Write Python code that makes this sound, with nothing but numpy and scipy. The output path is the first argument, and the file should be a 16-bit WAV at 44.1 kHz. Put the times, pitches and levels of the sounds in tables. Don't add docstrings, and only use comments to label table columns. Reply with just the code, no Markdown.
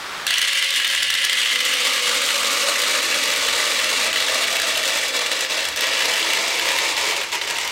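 import sys
import numpy as np
from scipy import signal
from scipy.fft import rfft, irfft, next_fast_len
from scipy.io import wavfile
from scipy.ndimage import uniform_filter1d, minimum_filter1d, map_coordinates

SR = 44100
rng = np.random.default_rng(int(sys.argv[2]) if len(sys.argv) > 2 else 0)


def master(y):
    cut = np.clip(np.atleast_2d(y).T, -1, 1)
    pcm = np.round(cut * 32767)
    wavfile.write(sys.argv[1], SR, pcm.astype(np.int16))


def magnitude_from_level(level_db):
    exponent = np.asarray(level_db, float) / 20
    return 10 ** exponent


N = 340011

# start_s, level_db
BAG_LEVEL = [(0, -30.5), (.25, -30.5), (.45, -41.5), (3, -42.5), (7.7, -35)]
# pitch_hz, density_db_per_hz (relative)
FOIL_COLOUR = [(120, -24), (157, -4.5), (195, -14), (300, -7.5), (750, -2.5), (1200, 3.5), (2100, -1),
               (4000, -4.5), (8000, -15.5), (15800, -28)]
# start_s, level_db
RUMBLE_LEVEL = [(0.0, -60), (0.17, -56), (0.73, -74), (1.14, -51), (1.33, -68.5), (2.6, -59), (2.62, -70),
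                (3.56, -52), (3.73, -63), (4.12, -55), (5.47, -62), (5.75, -50), (5.84, -58.5),
                (7.71, -57.5)]
# pitch_hz, density_db_per_hz (relative)
RUMBLE_COLOUR = [(13, -44), (22, -25), (76, 11.5), (128, -1), (177, -27), (200, 9.5), (260, -36),
                 (440, -120)]

# start_s, level_db
POUR = [(0.27, -25.5), (0.95, -27.5), (1.37, -25), (3.5, -25.5), (3.75, -25), (4.73, -27), (5.3, -27),
        (5.5, -25), (5.85, -26), (6.55, -27), (7.05, -26.5), (7.42, -29), (7.71, -31.5)]
# free_s, depth_db, clog_s
CHOKES = [(0.3, 2, 0.041), (4.125, 5.5, 0.043), (4.84, 2.5, 0.064), (5.126, 7, 0.05), (5.298, 3, 0.091),
          (5.401, 4, 0.058), (5.484, 12.5, 0.046), (5.754, 10, 0.2), (5.805, 4.5, 0.056), (6.961, 3, 0.05),
          (7.2, 0.5, 0.155), (7.318, 12, 0.14), (7.404, 7.5, 0.071), (7.465, 6, 0.051), (7.555, 3.5, 0.067)]
FREE_S = 0.015
# start_s, stage (0 empty to 3 full)
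FILL = [(0, 0), (1.2, 0), (2.1, 0.67), (3.2, 1.5), (4.4, 1.56), (5.5, 2), (6.6, 2.5), (7.7, 3)]

# start_s, snap_db, knock_db (nominal levels of the first hit)
STRIKES = [(0.2666, -6, -13), (0.3058, -4.5, -6), (0.339, -10, -10), (0.382, -7, -15), (0.416, -8, -12),
           (0.4257, -14, -11.5), (0.4398, -19, -16), (0.4489, -24, -19), (0.483, -13, -29),
           (0.533, -14, -18), (0.551, -17, -21), (0.625, -14, -14), (0.6625, -19, -21), (0.7052, -11, -21),
           (0.7262, -19, -16), (0.7474, -21, -20), (0.7607, -12, -18), (0.779, -18, -21), (0.799, -14, -14),
           (0.846, -10.5, -12), (0.8667, -26.5, -15), (0.8769, -12, -19), (0.8988, -21, -19),
           (0.9488, -13, -13), (0.971, -25, -27), (0.9901, -28, -21), (1.027, -13, -18), (1.0297, -4, -11),
           (1.1019, -10, -13.5), (1.1395, -10, -14), (1.1507, -14, -15), (1.2418, -12, -11.5),
           (1.2482, -6, -12), (1.2962, -12, -12), (1.3303, -10, -13), (1.4157, -14, -18),
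           (1.5006, -24, -13.5), (1.5246, -22, -25), (1.558, -15, -13), (1.6034, -22, -20),
           (1.6507, -11, -16.5), (1.7376, -12, -16.5), (1.934, -13, -22), (2.0792, -13, -22),
           (2.2616, -14, -28), (2.4324, -17, -16), (2.4558, -16.5, -23), (2.5636, -17, -21),
           (2.6863, -19, -18), (2.7417, -17, -19), (2.8004, -15, -22), (2.8184, -9, -19),
           (3.1432, -14, -15), (3.2374, -12, -25), (3.2757, -15, -20), (3.3136, -17, -26),
           (3.3613, -13.5, -19), (3.4855, -13, -16), (3.7459, -15, -21), (3.7984, -15.5, -15),
           (3.903, -24, -20), (4.129, -13, -14), (4.172, -19.5, -17), (4.2035, -13, -17), (4.283, -20, -16),
           (4.344, -15, -20), (4.4405, -16, -14), (4.4794, -16.5, -23.5), (4.5267, -13.5, -21),
           (4.567, -12.5, -19), (4.599, -12, -15), (4.6178, -11, -18), (4.7532, -23, -17),
           (4.7738, -12.5, -16.5), (4.8299, -14, -22), (4.854, -16, -20), (4.877, -11.5, -20),
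           (4.894, -16, -20), (4.9731, -17, -33), (5.037, -17.5, -24), (5.083, -15, -22),
           (5.1667, -14.5, -31), (5.3157, -13, -17), (5.3905, -18, -22), (5.408, -11.5, -20),
           (5.6528, -14, -18.5), (5.6865, -11.5, -25), (5.7605, -15, -23), (5.7725, -17, -27),
           (5.808, -9.5, -19), (5.8685, -14, -19), (5.952, -25, -16), (5.9908, -18, -19), (6.055, -12, -19),
           (6.097, -13, -18), (6.1783, -15, -20), (6.333, -10, -13), (6.5054, -18, -21),
           (6.5949, -14.5, -15), (6.688, -11, -12.5), (6.717, -14, -17), (6.764, -17, -17),
           (6.778, -15, -23), (6.7864, -11, -12), (6.9669, -15.5, -17), (7.1097, -14, -16),
           (7.2365, -18.5, -21), (7.3188, -20, -24), (7.3254, -18, -20), (7.352, -17, -20),
           (7.4143, -22, -14), (7.4372, -23, -25), (7.448, -23, -27), (7.4758, -21, -21),
           (7.5006, -16, -22), (7.5077, -16, -17), (7.566, -21, -20), (7.5848, -16, -19),
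           (7.6117, -18, -25), (7.648, -19, -27), (7.676, -17, -19)]
STRAYS_PER_S, STRAY_SNAP_DB, STRAY_KNOCK_DB, STRAY_SPREAD_DB = 30, 7, 6.5, 2
# pitch_hz, density_db_per_hz (relative)
SNAP_COLOUR = [(1500, -60), (3500, 5), (5000, 4), (7300, 2.5), (9500, -0.5), (11000, -8.5), (13000, -3.5),
               (15800, -13)]
# pitch_hz, level_db (relative), t60_s
KNOCK_MODES = [(1900, -2, .009), (2900, 0, .008), (3350, -1, .006), (4100, -6, .005)]
KNOCK_S = 0.0022
SNAP_T60_S = 0.0071
REBOUND_S, REBOUND_KNOCK_DB, REBOUND_SNAP_DB = 0.003, -2.5, -8.5
STRIKE_PUSH_DB = 6

# pitch_hz, width_hz, level_db
MODES_EMPTY = [(266, 46, -22), (538, 30, -21.5), (1140, 23, -6.5), (1670, 67, -8.5), (1884, 27, -1),
               (2009, 65, 2), (2116, 69, -0.5), (2420, 470, -8.5), (2746, 39, -6), (2853, 43, 4),
               (2965, 93, 3), (3100, 82, 3.5), (3530, 380, -3.5), (4360, 530, -8)]
MODES_SHALLOW = [(227.7, 13, -11.5), (271, 15, -9), (331, 10, -11.5), (501, 13, 1), (1119, 35, -6),
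                 (1232, 105, -2), (1910, 310, -16), (2204, 440, -3.5), (2750, 52, -14), (2850, 22, 1.5),
                 (3690, 600, -6), (4140, 680, -7.5), (4960, 700, -21)]
MODES_DEEP = [(268, 41, -13), (332.6, 18, -9), (458, 55, -2), (540, 35, -1), (916, 124, -7.5),
              (1190, 160, -8.5), (1762, 86, 0.5), (1883, 100, -3.5), (2025, 61, -1), (2268, 80, 4),
              (2723, 65, 4.5), (2800, 64, -2), (3410, 47, 6), (3800, 270, -2), (4260, 550, -5.5),
              (5000, 960, -11)]
MODES_FULL = [(344, 18, -4), (436, 39, -5), (540, 150, -3.5), (935, 150, 2), (1840, 370, -11),
              (2260, 380, 3), (2840, 240, -3), (3570, 140, -6), (4150, 750, -15)]
# pitch_hz, density_db_per_hz (relative)
TICK_EMPTY = [(100, -51), (400, -43), (900, -27), (1600, -8), (3000, -17), (5000, -13.5), (8000, -12.5),
              (9600, -14.5), (11000, -22), (15800, -30)]
# pitch_hz, density_db_per_hz (relative)
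TICK_FILLED = [(100, -44), (200, -43), (750, -14.5), (1500, -7.5), (3000, -9), (4800, -5.5), (6000, -6.5),
               (7500, -6), (10500, -16), (15800, -26)]
# delay_s, level_db
BOUNCES = [(.0012, -6.5), (.0027, 0.5), (.0046, -4.5), (.007, -4.5)]

PINGS_PER_S, PING_DB, PING_S = 350, 3, 0.0018
# start_s, pitch_hz
PING_PITCH = [(0, 2840), (1.6, 2870), (3, 2800), (7.7, 2820)]
# start_s, pitch_hz, level_db (before wobble)
CAVITY = [(.3, 540, -52), (1.5, 540, -47.5), (2.6, 558, -35), (3.6, 598, -39), (4.5, 646, -34.5),
          (5.3, 618, -38.5), (6.3, 647, -40), (7.7, 630, -57)]
# pitch_hz, density_db_per_hz (relative)
SLIDE_COLOUR = [(700, -34), (2000, 8), (4000, 12), (6000, 8.5), (8500, -14.5), (11000, -27), (15800, -10)]
SLIDE_DB, SLIDE_FOLLOWS = -5, 0.6

# delay_s, level_db (before colour)
ECHOES = [(.008, -10.5), (0.0155, -12.5), (0.0256, -14), (.0276, -12)]
# pitch_hz, gain_db
ECHO_COLOUR = [(200, -2.5), (800, -1), (2000, -7.5), (5000, -12), (15800, -28)]
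# pitch_hz, t60_s
ROOM_DECAY = [(200, 0.2), (2000, 0.48), (5000, 0.11), (10000, 0.064)]
PEAK, TOP_HZ = 0.54, 15830


def unit(x):
    return x / np.sqrt(np.mean(x ** 2) + 1e-20)


def along(points, hz):
    f, v = np.transpose(points)
    return np.interp(np.log(hz + 1), np.log(f + 1), v)


def curve(rows):
    return np.interp(np.arange(N) / SR, *np.transpose(rows))


def wobble(rate):
    knots = rng.standard_normal(int(N * rate / SR) + 4)
    return map_coordinates(knots, [np.arange(N) * rate / SR])


def coloured(x, spectrum):
    size = next_fast_len(N + 8192)
    gain = magnitude_from_level(along(spectrum, np.fft.rfftfreq(size, 1 / SR)))
    return unit(irfft(rfft(x, size) * gain, size)[:N])


def contacts(rate, spread_db):
    when, hard = rng.random(N), rng.exponential(size=N)
    sign = rng.choice([-1, 1], N)
    return (when < rate / SR) * sign * magnitude_from_level(spread_db * np.minimum(hard, 4))


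def lay(rows, at):
    length = rows.shape[1]
    places = at[:, None] + np.arange(length)
    return np.bincount(places.ravel(), rows.ravel(), N + SR)[:N]


def bag():
    crackle = rng.standard_normal(N) + 0.4 * contacts(600, spread_db=3)
    return magnitude_from_level(curve(BAG_LEVEL) + wobble(20)) * coloured(crackle, FOIL_COLOUR)


def rumble():
    level_db = curve(RUMBLE_LEVEL) + 0.91 * wobble(4.2)
    return magnitude_from_level(level_db) * coloured(rng.standard_normal(N), RUMBLE_COLOUR)


def flow():
    t = np.arange(N) / SR
    loss_db = sum(np.interp(t, [s - clog, s, s + FREE_S], [0, db, 0]) for s, db, clog in CHOKES)
    return curve(POUR) - loss_db


def strikes(flow_db):
    start, end = POUR[0][0], POUR[-1][0] - FREE_S
    draw = rng.random((round(STRAYS_PER_S * (end - start)), 3))
    when = start + (end - start) * draw[:, 0]
    spread = STRAY_SPREAD_DB * 4 * (draw[:, 1:] - 0.5)
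    level = flow_db[(when * SR).astype(int), None] + [STRAY_SNAP_DB, STRAY_KNOCK_DB] + spread
    return np.r_[STRIKES, np.c_[when, level]].T


def hard_pellets(at, snap_db, knock_db):
    t = np.arange(900) / SR
    draw = rng.standard_normal((len(at), 2 * len(KNOCK_MODES) + 1))
    knock = np.zeros((len(at), len(t)))
    for k, (hz, db, t60) in enumerate(KNOCK_MODES):
        level_db = db + 2.15 * draw[:, [2 * k]] - 60 * t / t60
        pitch_hz = hz * (1 + 0.041 * draw[:, [2 * k + 1]])
        knock += magnitude_from_level(level_db) * np.sin(2 * np.pi * pitch_hz * t)
    knock *= 1 - np.exp(-t / 0.00036)
    knock /= np.linalg.norm(knock, axis=1)[:, None] / np.sqrt(KNOCK_S * SR / 2)

    snap = rng.standard_normal(knock.shape) * magnitude_from_level(-60 * t / SNAP_T60_S)
    snap *= 1 - np.exp(-(t / 0.0009) ** 2)
    snap /= np.linalg.norm(snap, axis=1)[:, None] / 4

    def twice(rows, rebound_db):
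        second = rows * magnitude_from_level(rebound_db + 2 * draw[:, [-1]])
        return lay(rows, at) + lay(second, at + round(REBOUND_S * SR))

    snaps = twice(snap * magnitude_from_level(snap_db)[:, None], REBOUND_SNAP_DB)
    knocks = twice(knock * magnitude_from_level(knock_db)[:, None], REBOUND_KNOCK_DB)
    return knocks + coloured(snaps, SNAP_COLOUR) * np.std(snaps)


def blow(modes, tick, ring_db, rattle_s, attack_s, size=4096):
    f, t = np.fft.rfftfreq(size, 1 / SR), np.arange(size) / SR
    cep = irfft(np.log(magnitude_from_level(along(tick, f)) + 1e-6))
    cep = np.r_[cep[0], 2 * cep[1:size // 2], np.zeros(size // 2)]
    rattle = rng.standard_normal(size) * magnitude_from_level(-60 * t / rattle_s) * (1 - np.exp(-t / attack_s))
    rattle /= np.linalg.norm(rattle)
    click = magnitude_from_level(rng.normal(0, 2.7)) * np.exp(rfft(cep)) * rfft(rattle)

    def resonance(hz, width):
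        return 1j * f * width / (hz * hz - f * f + 1j * f * width)

    ring = 0
    for hz, width, db in modes:
        hz = hz * rng.normal(1, 0.0072)
        strength = magnitude_from_level(db + ring_db + rng.normal(0, 4.3)) * rng.choice([-1, 1])
        ring = ring + strength * resonance(hz, width) * resonance(hz, 1 / attack_s)
    bounce = 1
    for s, db in BOUNCES:
        delay = np.exp(-2j * np.pi * f * s * rng.uniform(0.8, 1.2))
        bounce = bounce + magnitude_from_level(db) * rng.choice([-1, 1]) * delay
    response = irfft((click + ring) * bounce)
    return response / np.linalg.norm(response)


def hopper(hits, count):
    fill, spot, out = curve(FILL), rng.integers(count, size=N), np.zeros(N)
    stages = [(MODES_EMPTY, TICK_EMPTY), (MODES_SHALLOW, TICK_FILLED),
              (MODES_DEEP, TICK_FILLED), (MODES_FULL, TICK_FILLED)]
    for k, (modes, tick) in enumerate(stages):
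        share = np.sqrt(np.clip(1 - abs(fill - k), 0, 1))
        for j in range(count):
            response = blow(modes, tick, ring_db=0.86, rattle_s=0.0028, attack_s=0.00078)
            out += signal.oaconvolve(hits * share * (spot == j), response)[:N]
    return out


def burst(at, hz, length_s, db):
    t = np.arange(300) / SR
    life = t / np.clip(length_s, 0.0005, 0.006)[:, None]
    edge = np.sin(np.pi * np.minimum(life, 1)) ** 2
    return lay(magnitude_from_level(db)[:, None] * edge * np.sin(2 * np.pi * hz[:, None] * t), at)


def pings(flow_db):
    draw = rng.standard_normal((round(PINGS_PER_S * N / SR), 3))
    at = rng.integers(round(POUR[0][0] * SR), N, len(draw))
    pitch_hz = curve(PING_PITCH)[at] * np.exp(0.084 * draw[:, 0])
    length_s = PING_S * np.exp(0.3 * draw[:, 1])
    level_db = flow_db[at] + PING_DB + 2.4 * draw[:, 2] - 1.3 * curve(FILL)[at]
    return burst(at, pitch_hz, length_s, level_db)


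def cavity(hits, width_hz):
    s, hz, db = np.transpose(CAVITY)
    t = np.arange(N) / SR
    turn = np.exp(2j * np.pi * np.cumsum(np.interp(t, s, hz)) / SR)
    decay = np.exp(-np.pi * width_hz / SR)
    ring = (signal.lfilter([1], [1, -decay], hits / turn) * turn).real
    steady = ring / np.sqrt(abs(uniform_filter1d(ring ** 2, SR // 3)) + 1e-9)
    return magnitude_from_level(np.interp(t, s, db) + 1.9 * wobble(18)) * steady * (t > POUR[0][0])


def slide(flow_db):
    grains = rng.standard_normal(N) + 0.5 * contacts(1500, spread_db=2)
    mean_db = flow_db.mean()
    level_db = mean_db + SLIDE_DB + SLIDE_FOLLOWS * (flow_db - mean_db) + wobble(29)
    return magnitude_from_level(level_db) * coloured(grains, SLIDE_COLOUR) * (np.arange(N) > POUR[0][0] * SR)


def pellets():
    flow_db = flow()
    density_db = 0.6 * (flow_db - flow_db.max()) + 2.5 * curve(FILL) + 0.8 * wobble(40)
    rate = 1000 * magnitude_from_level(density_db)
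    stream = contacts(rate, spread_db=2.5)
    stream /= np.sqrt(uniform_filter1d(rate, 3000) / SR)
    stream *= magnitude_from_level(flow_db + 0.78 * wobble(13)) * (np.arange(N) > POUR[0][0] * SR)
    start_s, snap_db, knock_db = strikes(flow_db)
    at = np.round(start_s * SR).astype(int)
    stream[at] += magnitude_from_level(knock_db + STRIKE_PUSH_DB)
    hard = hard_pellets(at, snap_db, knock_db)
    return hard + hopper(stream, count=24) + pings(flow_db) + cavity(stream, width_hz=44) + slide(flow_db)


def walls(x):
    size = next_fast_len(N + 8192)
    hz = np.fft.rfftfreq(size, 1 / SR)
    copies = sum(-magnitude_from_level(db) * np.exp(-2j * np.pi * hz * s) for s, db in ECHOES)
    return irfft(rfft(x, size) * copies * magnitude_from_level(along(ECHO_COLOUR, hz)), size)[:N]


def room(x):
    out, step = np.zeros(N + 4 * SR), round(0.15 * SR)
    delay = 350
    for a in range(0, N, step):
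        hz, t, z = signal.stft(rng.standard_normal(SR // 2), SR, nperseg=256)
        decay = magnitude_from_level(-60 * t / along(ROOM_DECAY, hz)[:, None])
        tail = signal.istft(z * decay, SR, nperseg=256)[1]
        wet = signal.fftconvolve(x[a:a + step], tail / np.linalg.norm(tail))
        out[a + delay:a + delay + len(wet)] += wet
    return out[:N]


def scene():
    near = pellets()
    return (bag() + rumble() + near + walls(near) + magnitude_from_level(-10.0) * room(near))[None]


def roll_off(x):
    return signal.sosfilt(signal.butter(12, 16510, fs=SR, output="sos"), x)


def record(dry):
    level = np.sqrt(abs(uniform_filter1d(dry ** 2, 5000)))
    gain = np.minimum(1, magnitude_from_level(-20.0) / (level + 1e-9)) ** 0.51
    even = dry * uniform_filter1d(gain, 2000)
    need = minimum_filter1d(np.minimum(1, PEAK / (abs(even) + 1e-9)), size=66)
    limited = even * uniform_filter1d(need, size=33)
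    mix = irfft(rfft(limited) * (np.fft.rfftfreq(N, 1 / SR) < TOP_HZ), N)
    return roll_off(mix)


dry = scene()
out = record(dry)
master(out)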